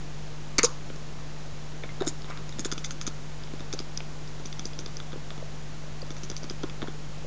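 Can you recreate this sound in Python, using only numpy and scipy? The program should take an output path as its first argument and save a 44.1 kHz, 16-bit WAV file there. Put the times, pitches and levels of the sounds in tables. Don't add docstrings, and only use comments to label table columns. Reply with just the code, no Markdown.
import sys
import numpy as np
from scipy import signal
from scipy.fft import rfft, irfft, next_fast_len
from scipy.io import wavfile
from scipy.ndimage import uniform_filter1d

SR = 44100
rng = np.random.default_rng(int(sys.argv[2]) if len(sys.argv) > 2 else 0)


def store_wav(level_fs):
    pcm = np.round(np.clip(np.atleast_2d(level_fs), -1, 1) * 32767)
    wavfile.write(sys.argv[1], SR, pcm.T.astype(np.int16))


def gain_from_db(level_db):
    decades = np.asarray(level_db, float) / 20
    return 10 ** decades


N = 320166


def read(points, hz):
    f, value = np.transpose(points)
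    return np.interp(np.log(hz + 1), np.log(f + 1), value)


def evened(x):
    return x / np.sqrt(np.mean(x ** 2) + 1e-20)


def add(mix, s, sound):
    part = mix[round(s * SR):][:len(sound)]
    part += sound[:len(part)]


def colour(x, points):
    size = next_fast_len(N + 4096)
    gain = gain_from_db(read(points, np.fft.rfftfreq(size, 1 / SR)))
    return irfft(rfft(x, size) * gain, size)[:N]


def resonate(x, hz, width_hz):
    r = np.exp(-np.pi * width_hz / SR)
    return signal.lfilter([1, 0, -r], [1, -2 * r * np.cos(2 * np.pi * hz / SR), r * r], x)


SNAP_MS, SNAP_SCATTER = 1.3, .012
CRACKLE_SHARE, EDGE_DB = .3, -7
PUSH_DB, PUSH_MS = -15, 4.4
CAVITY_WIDTHS = [440, 540, 520, 540, 800]


def snaps():
    out = np.zeros(N)
    ms = np.arange(400) / SR * 1000
    rows = clack_snaps() + beat_snaps() + smack_snaps() + tick_snaps()
    chance = rng.standard_normal((len(rows), 405))
    push = -np.sin(2 * np.pi * ms / PUSH_MS) * np.exp(-ms / PUSH_MS) * np.hanning(800)[400:]
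    for (s, strengths, pitches), draw in zip(rows, chance):
        crackle = CRACKLE_SHARE * draw[:400] ** 3 / 4 * np.exp(-ms / SNAP_MS)
        crackle[0] = 1
        for k, (db, pitch, width_hz, slip) in enumerate(zip(strengths, pitches, CAVITY_WIDTHS, draw[400:])):
            hz = pitch * (1 + SNAP_SCATTER * slip)
            edge = resonate(crackle, hz, width_hz)
            ring = resonate(edge, hz, width_hz)
            sound = ring / abs(ring).max() + gain_from_db(EDGE_DB) * edge / abs(edge).max()
            add(out, s, (-1) ** k * gain_from_db(db) * sound)
        add(out, s, gain_from_db(min(max(strengths), -24) + PUSH_DB) * push)
    return out


THROAT_HZ, PALATE_HZ, CHEEK_HZ, TEETH_HZ = 1334, 3502, 4916, 6180
FOLLOW = .45
# t/s, tongue f/Hz, teeth f/Hz
MOUTH_SHAPE = [(.58, 2170, 6100), (.64, 2230, 7100), (.9, 2820, 6500), (1.83, 2140, 6700),
               (2.07, 2110, 6800), (2.65, 2200, 6620), (2.78, 2200, 6000), (3.07, 2310, 6320),
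               (3.6, 2420, 6230), (4.6, 2360, 5950), (5.0, 2200, 6050), (6.5, 2310, 5860),
               (6.85, 2200, 5800)]


def cavities(s):
    when, tongue, teeth = np.transpose(MOUTH_SHAPE)
    teeth = np.interp(s, when, teeth)
    pull = (teeth / TEETH_HZ) ** FOLLOW
    return np.array([THROAT_HZ, np.interp(s, when, tongue), PALATE_HZ * pull, CHEEK_HZ * pull, teeth])


CLACK_PALATE_DB = -11
CLACK_SHIFT = (.87, 1.03, 1.07, .92, 0.96)
# t/s, front level/dB, teeth over cheek +-level/dB, tongue level/dB, throat level/dB
DOUBLE_CLACK = [
    (.5825, -19.5, -1.5, -24, -40),
    (.586, -19.5, 3, -22.5, -21),
    (.5892, -17.5, 1, -24, -30),
    (0.5931, -26, 5, -15.5, -21),
    (0.6317, -21, 10.5, -23.5, -41),
    (0.6359, -18, 2, -35, -22.5),
    (.6442, -23, 11.5, -34, -23.5),
    (0.6488, -25, 8, -29, -31),
]


def clack_snaps():
    return [(s, [throat, tongue, db + CLACK_PALATE_DB, db - lean, db + lean], cavities(s) * CLACK_SHIFT)
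            for s, db, lean, tongue, throat in DOUBLE_CLACK]


BEAT_BACK = (-4.5, -5.5, 0.5)
# t/s, front level/dB, teeth over cheek +-level/dB, back against front level/dB, puff level/dB
JAW_BEATS = [(2.0769, -25, 3.5, -5.5, -34.5), (2.594, -28.5, 4, -5.5, -40.5), (2.6477, -33, 5, 2.5, -35.5),
             (2.716, -29, 2.5, -1.5, -36), (2.779, -36.5, 2, 3.5, -44), (2.8454, -30, 5, -0.5, -36.5),
             (2.908, -34, 2, 2.3, -43.5), (3.013, -31.5, .8, -0.8, -43), (3.0667, -34, 8.5, 0.5, -38),
             (3.7276, -29.5, 0, -4, -41.5), (3.7904, -31, -5, -2.5, -45), (3.9743, -26, .6, -14, -55),
             (4.458, -37, 6, -4.5, -47), (4.5942, -32.5, 5, -2.5, -56), (4.6547, -28.5, -.3, -14, -44),
             (4.79, -30, -0.2, -6, -43), (4.861, -34.5, -3.5, -3, -52), (4.969, -31, 1.2, -15, -60),
             (6.166, -49.5, 6, 8.5, -49), (6.234, -39, 7, -2, -44), (6.2997, -32.5, 3.5, -6.5, -47),
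             (6.3656, -30, 1, -6.5, -44), (6.4326, -37, 2, -12, -50), (6.498, -30.5, 0.3, -6, -47)]


def beat_snaps():
    rows = []
    for s, db, lean, back, _ in JAW_BEATS:
        rows.append((s, [*(db + back + np.array(BEAT_BACK)), db - lean, db + lean], cavities(s)))
    return rows


SMACK_BALANCE = (-1.7, -11, -0.5, -2.1, 1.5)
# t/s, back level/dB, front against back level/dB, flap level/dB, flap f/Hz
VOICED_SMACKS = [(2.0096, -34, -12, -21.5, 385), (2.0207, -32.5, -10, -24, 620),
                 (2.0698, -33, -.5, -22.5, 345), (2.2444, -39, -18, -35, 360), (2.586, -39, -8, -35, 420),
                 (2.654, -31.5, -7, -24, 360), (2.7234, -29.5, 0.5, -26.5, 326),
                 (3.0757, -32, 0, -26.5, 300), (3.5363, -41.5, -10, -28.5, 350),
                 (3.6053, -40, -5, -31, 332), (3.7354, -36, 4, -26, 364), (3.8012, -39.5, 1, -28, 335),
                 (4.397, -45, -6, -36, 350), (5.13, -39, -14, -31.5, 360), (5.378, -41.5, -10, -35, 370),
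                 (6.105, -38, -4, -32, 326), (6.3152, -40, 3, -32.5, 390), (6.4413, -37.5, -3, -30, 297),
                 (6.5071, -40, -5, -29, 357), (6.6332, -36.5, -4, -28.5, 440), (6.6371, -36, -18, -23, 345),
                 (6.8187, -30, -21, -33, 530), (6.8266, -33.5, -21, -24.5, 356),
                 (6.882, -37.5, -18, -26.5, 348)]
# t/s, back level/dB, front against back level/dB, throat against back level/dB
MUTE_SMACKS = [
    (2.005, -37, -11, 0),
    (2.061, -51, -2.1, 5),
    (2.3032, -39.5, -6, -1.1),
    (2.525, -37, -14, -5),
    (5.0012, -32.5, -14, -2.5),
    (5.1204, -41, -15, -2),
    (5.305, -32, -17, -4),
    (6.8742, -42, -16, 8.5),
]


def smack_snaps():
    front = np.array([0, 0, 0, 1, 1])
    rows = [(s, db + fore * front + SMACK_BALANCE, cavities(s)) for s, db, fore, *_ in VOICED_SMACKS]
    for s, db, fore, throat in MUTE_SMACKS:
        rows.append((s, db + fore * front + [throat, *SMACK_BALANCE[1:]], cavities(s)))
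    return rows


# t/s, level/dB, place (0 throat - 4 teeth), fall per cavity level/dB
MOUTH_TICKS = [(.9007, -34, 0.7, 13), (.96, -43, 3.5, 6), (1.836, -26.5, 1.3, 16.5), (1.8913, -34, 1.2, 14),
               (2.0491, -41, 3.5, 9), (2.2196, -40, 2.5, 5), (2.2984, -43, 3, 11), (2.3111, -38, 0.5, 7),
               (2.3737, -39, 1.9, 5), (2.4925, -36.5, 4.5, 2.5), (2.661, -34, 6, 12), (2.8418, -40, 4, 0),
               (2.861, -37, 7, 13), (3.0804, -29, 7, 2.5), (3.436, -34, 2.5, 14), (3.4738, -43, 1.5, 7),
               (3.5955, -43, 2.1, 3), (4.0043, -32, 1.2, 7), (4.276, -38, 3.2, 10), (4.455, -39, 3, 5),
               (4.527, -33, 2.5, 5), (4.733, -34, 2.5, 13), (5.1366, -48, 0, 5), (6.018, -40, 4.5, 20),
               (6.4306, -38, 3.5, 11), (6.6971, -37, 1.8, 4.5)]


def tick_snaps():
    return [(s, db - fall * abs(np.arange(5) - place), cavities(s)) for s, db, place, fall in MOUTH_TICKS]


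FLAP_WOBBLE = 0.04
FLAP_RISE_MS, FLAP_RISE = 3.9, 0.18
# multiple of f, level/dB
FOLD_OVERTONES = [(2, -21.5), (3, -29)]


def flaps(rows):
    out = np.zeros(N)
    for (s, db, hz, ms), draw in zip(rows, rng.standard_normal((len(rows), 4000))):
        size = min(round(3 * ms * SR / 1000), 4000)
        u = np.arange(size) / SR * 1000 / ms
        shape = np.sin(np.pi / 2 * (u * ms / 0.7).clip(0, 1)) / (1 + u ** 9)
        wobble = evened(uniform_filter1d(draw, 150))[:size]
        rise = FLAP_RISE * (0.33 * FLAP_RISE_MS / ms - np.exp(-u * ms / FLAP_RISE_MS))
        turns = np.cumsum(hz * (1 + rise + FLAP_WOBBLE * wobble)) / SR
        wave = np.sin(2 * np.pi * turns)
        wave += sum(gain_from_db(d) * np.sin(2 * np.pi * k * turns) for k, d in FOLD_OVERTONES)
        add(out, s, -gain_from_db(db) * shape * wave)
    return out


FLAP_LAG_S, FLAP_SWINGS = 0.0015, 1.35
FLAP_EASY_DB, SWINGS_PER_DB2 = -25, 0.29
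FLICK_SWINGS = 0.91
# t/s, peak level/dB, f/Hz
FOLD_FLICKS = [(0.5865, -19, 370), (.5898, -19, 370), (0.5941, -21.5, 382), (.902, -28, 365),
               (0.9593, -35, 430), (2.3005, -30, 537), (3.7473, -28, 448), (4.455, -31.5, 310),
               (4.5943, -33, 300), (4.6551, -29.5, 323), (4.7915, -30.5, 380), (4.8077, -38, 350),
               (5.8396, -34, 546), (6.2343, -32, 290), (6.301, -31.5, 332), (6.431, -29.5, 496),
               (6.8417, -27, 580)]
# t/s, peak level/dB, f/Hz,
# length/ms
SQUEAKS = [(0.6367, -17, 474, 16.6), (1.837, -45, 2230, 11), (1.8391, -32.5, 510, 3.6),
           (1.893, -45, 2220, 13), (2.0254, -42, 530, 7.6), (2.031, -38.5, 697, 19),
           (2.0421, -43, 430, 3.7), (2.0524, -41, 490, 9.6), (2.5949, -28.5, 280, 5.9),
           (2.7772, -33, 280, 6.3), (4.8622, -38, 444, 4.1), (5.136, -37.5, 530, 6.9),
           (5.1589, -31, 480, 3.8), (5.315, -40, 685, 5), (5.4256, -32, 593, 5),
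           (6.0271, -34, 540, 4.6), (6.0176, -35, 4900, 4.2), (0.8993, -42, 3120, 5),
           (7.2465, -33.5, 560, 5.6)]


def swings():
    rows = []
    for s, _, _, db, hz in VOICED_SMACKS:
        cycles = FLAP_SWINGS + SWINGS_PER_DB2 * max(db - FLAP_EASY_DB, 0) ** 2
        rows.append((s + FLAP_LAG_S, db, hz, 1000 / hz * cycles))
    return rows + [(s, db, hz, 1000 / hz * FLICK_SWINGS) for s, db, hz in FOLD_FLICKS] + SQUEAKS


def air(rows, width_hz, lower, flutter_db):
    factor, lower_db = lower
    out = np.zeros(N)
    for s, ms, db, hz in rows:
        noise, flutter = rng.standard_normal((2, 4000))
        u = np.arange(4000) / SR * 1000 / ms
        noise *= gain_from_db(flutter_db * evened(uniform_filter1d(flutter, 70)))
        upper = evened(resonate(resonate(noise, hz, width_hz), hz, width_hz))
        under = evened(resonate(resonate(noise, hz * factor, width_hz), hz * factor, width_hz))
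        shape = (u / 0.062).clip(0, 1) / (1 + u ** 6.9)
        add(out, s, gain_from_db(db) * (upper + gain_from_db(lower_db) * under) * shape)
    return out


PUFF_LAG_S, PUFF_MS = 0.00048, 19
PUFF_SLIDE = 0.033
# t/s, length/ms, level/dB, centre f/Hz
TEETH_GUSTS = [
    (.583, 10, -22, 6700),
    (.584, 14, -27, 5700),
    (.638, 20, -27, 6800),
    (.641, 20, -23, 5800),
    (.644, 22, -33, 4700),
    (2.064, 32, -36, 6680),
    (2.074, 26, -47, 4300),
    (6.105, 18, -50, 5900),
]


def puffs():
    rows = []
    for s, _, lean, _, db in JAW_BEATS:
        hz = cavities(s)[-1] * (1 + PUFF_SLIDE * min(lean, 0))
        rows.append((s + PUFF_LAG_S, PUFF_MS, db, hz))
    return air(TEETH_GUSTS + rows, width_hz=1350, lower=(0.82, -7), flutter_db=-3.5)


# t/s, length/ms, level/dB, centre f/Hz
SOFT_RUSTLES = [(.634, 13, -34, 1150), (1.175, 45, -53, 950), (1.3, 43, -64, 879.6),
                (1.836, 14, -45.5, 700), (2.004, 39, -46.5, 890), (2.28, 60, -46, 1180),
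                (2.345, 49, -51, 1300), (4.003, 9.5, -43, 800), (5.125, 31, -55, 700),
                (5.305, 11, -54, 710), (6.0, 39, -59, 650), (6.633, 23, -44, 700), (6.82, 28, -47, 750)]


def rustles():
    return air(SOFT_RUSTLES, width_hz=700, lower=(1.6, -6), flutter_db=3.5)


# f/Hz, t60/s, level/dB
ROOM_BANDS = [(200, 0.26, -2.5), (480, .36, -11), (800, 0.41, 7), (1300, 0.37, 2.5), (2200, 0.097, 2),
              (3470, 0.097, 2), (5800, 0.35, -9.5), (7500, 0.24, -10.5)]


def room(x):
    taps = np.zeros(SR // 2)
    at = np.arange(150, len(taps) - 20, 20)
    taps[at + rng.integers(0, 20, len(at))] = rng.choice([-1., 1.], len(at))
    hz, t, z = signal.stft(taps, SR, nperseg=256)
    f, t60, db = np.transpose(ROOM_BANDS)
    t60, db = (np.interp(hz, f, v)[:, None] for v in (t60, db))
    decay = gain_from_db(db - 60 * t / t60) / np.sqrt(t60 / t60.mean())
    tail = signal.istft(z * decay, SR, nperseg=256)[1]
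    return signal.fftconvolve(x, tail / np.linalg.norm(tail))[:N]


# f/Hz, rms level/dB
MAINS_HUM = [(50, -48), (100, -56.5), (150, -43.5), (200, -64)]


def hum():
    t = np.arange(N) / SR
    return sum(gain_from_db(db) * np.sqrt(2) * np.sin(2 * np.pi * (hz * t + rng.random())) for hz, db in MAINS_HUM)


HISS_DB = -44
# f/Hz, level per Hz/dB
HISS_COLOUR = [(10, -6), (30, -11.5), (100, -6), (300, -8.5), (700, -13.5), (1500, -18.5), (3000, -21.5),
               (7000, -24.5), (9000, -26.5)]


def hiss():
    return gain_from_db(HISS_DB) * evened(colour(rng.standard_normal(N), HISS_COLOUR))


def scene():
    cat = snaps() + flaps(swings()) + puffs() + rustles()
    return (cat + gain_from_db(-15.5) * room(cat) + hum() + hiss())[None]


CONVERTER_HZ, OFFSET = 16000, -.0279
# f/Hz, level/dB
CONVERTER_INPUT = [(6900, 0), (7300, -3), (7700, -11.5), (8000, -22), (8300, -57.5)]
# f/Hz, level/dB
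CONVERTER_OUTPUT = [(7000, 0), (8000, 0), (9000, -15), (9600, -27.5), (10200, -41.5), (10700, -67)]


def converter(x):
    band = colour(x, CONVERTER_INPUT)
    mirrored = band * (1 + 2 * np.cos(2 * np.pi * CONVERTER_HZ * np.arange(N) / SR))
    return colour(mirrored, CONVERTER_OUTPUT) + OFFSET


def low_pass(x):
    return signal.sosfilt(signal.butter(12, 10780, fs=SR, output="sos"), x)


def record(dry):
    mix = converter(dry[0])[None]
    return low_pass(mix)


dry = scene()
out = record(dry)
store_wav(out)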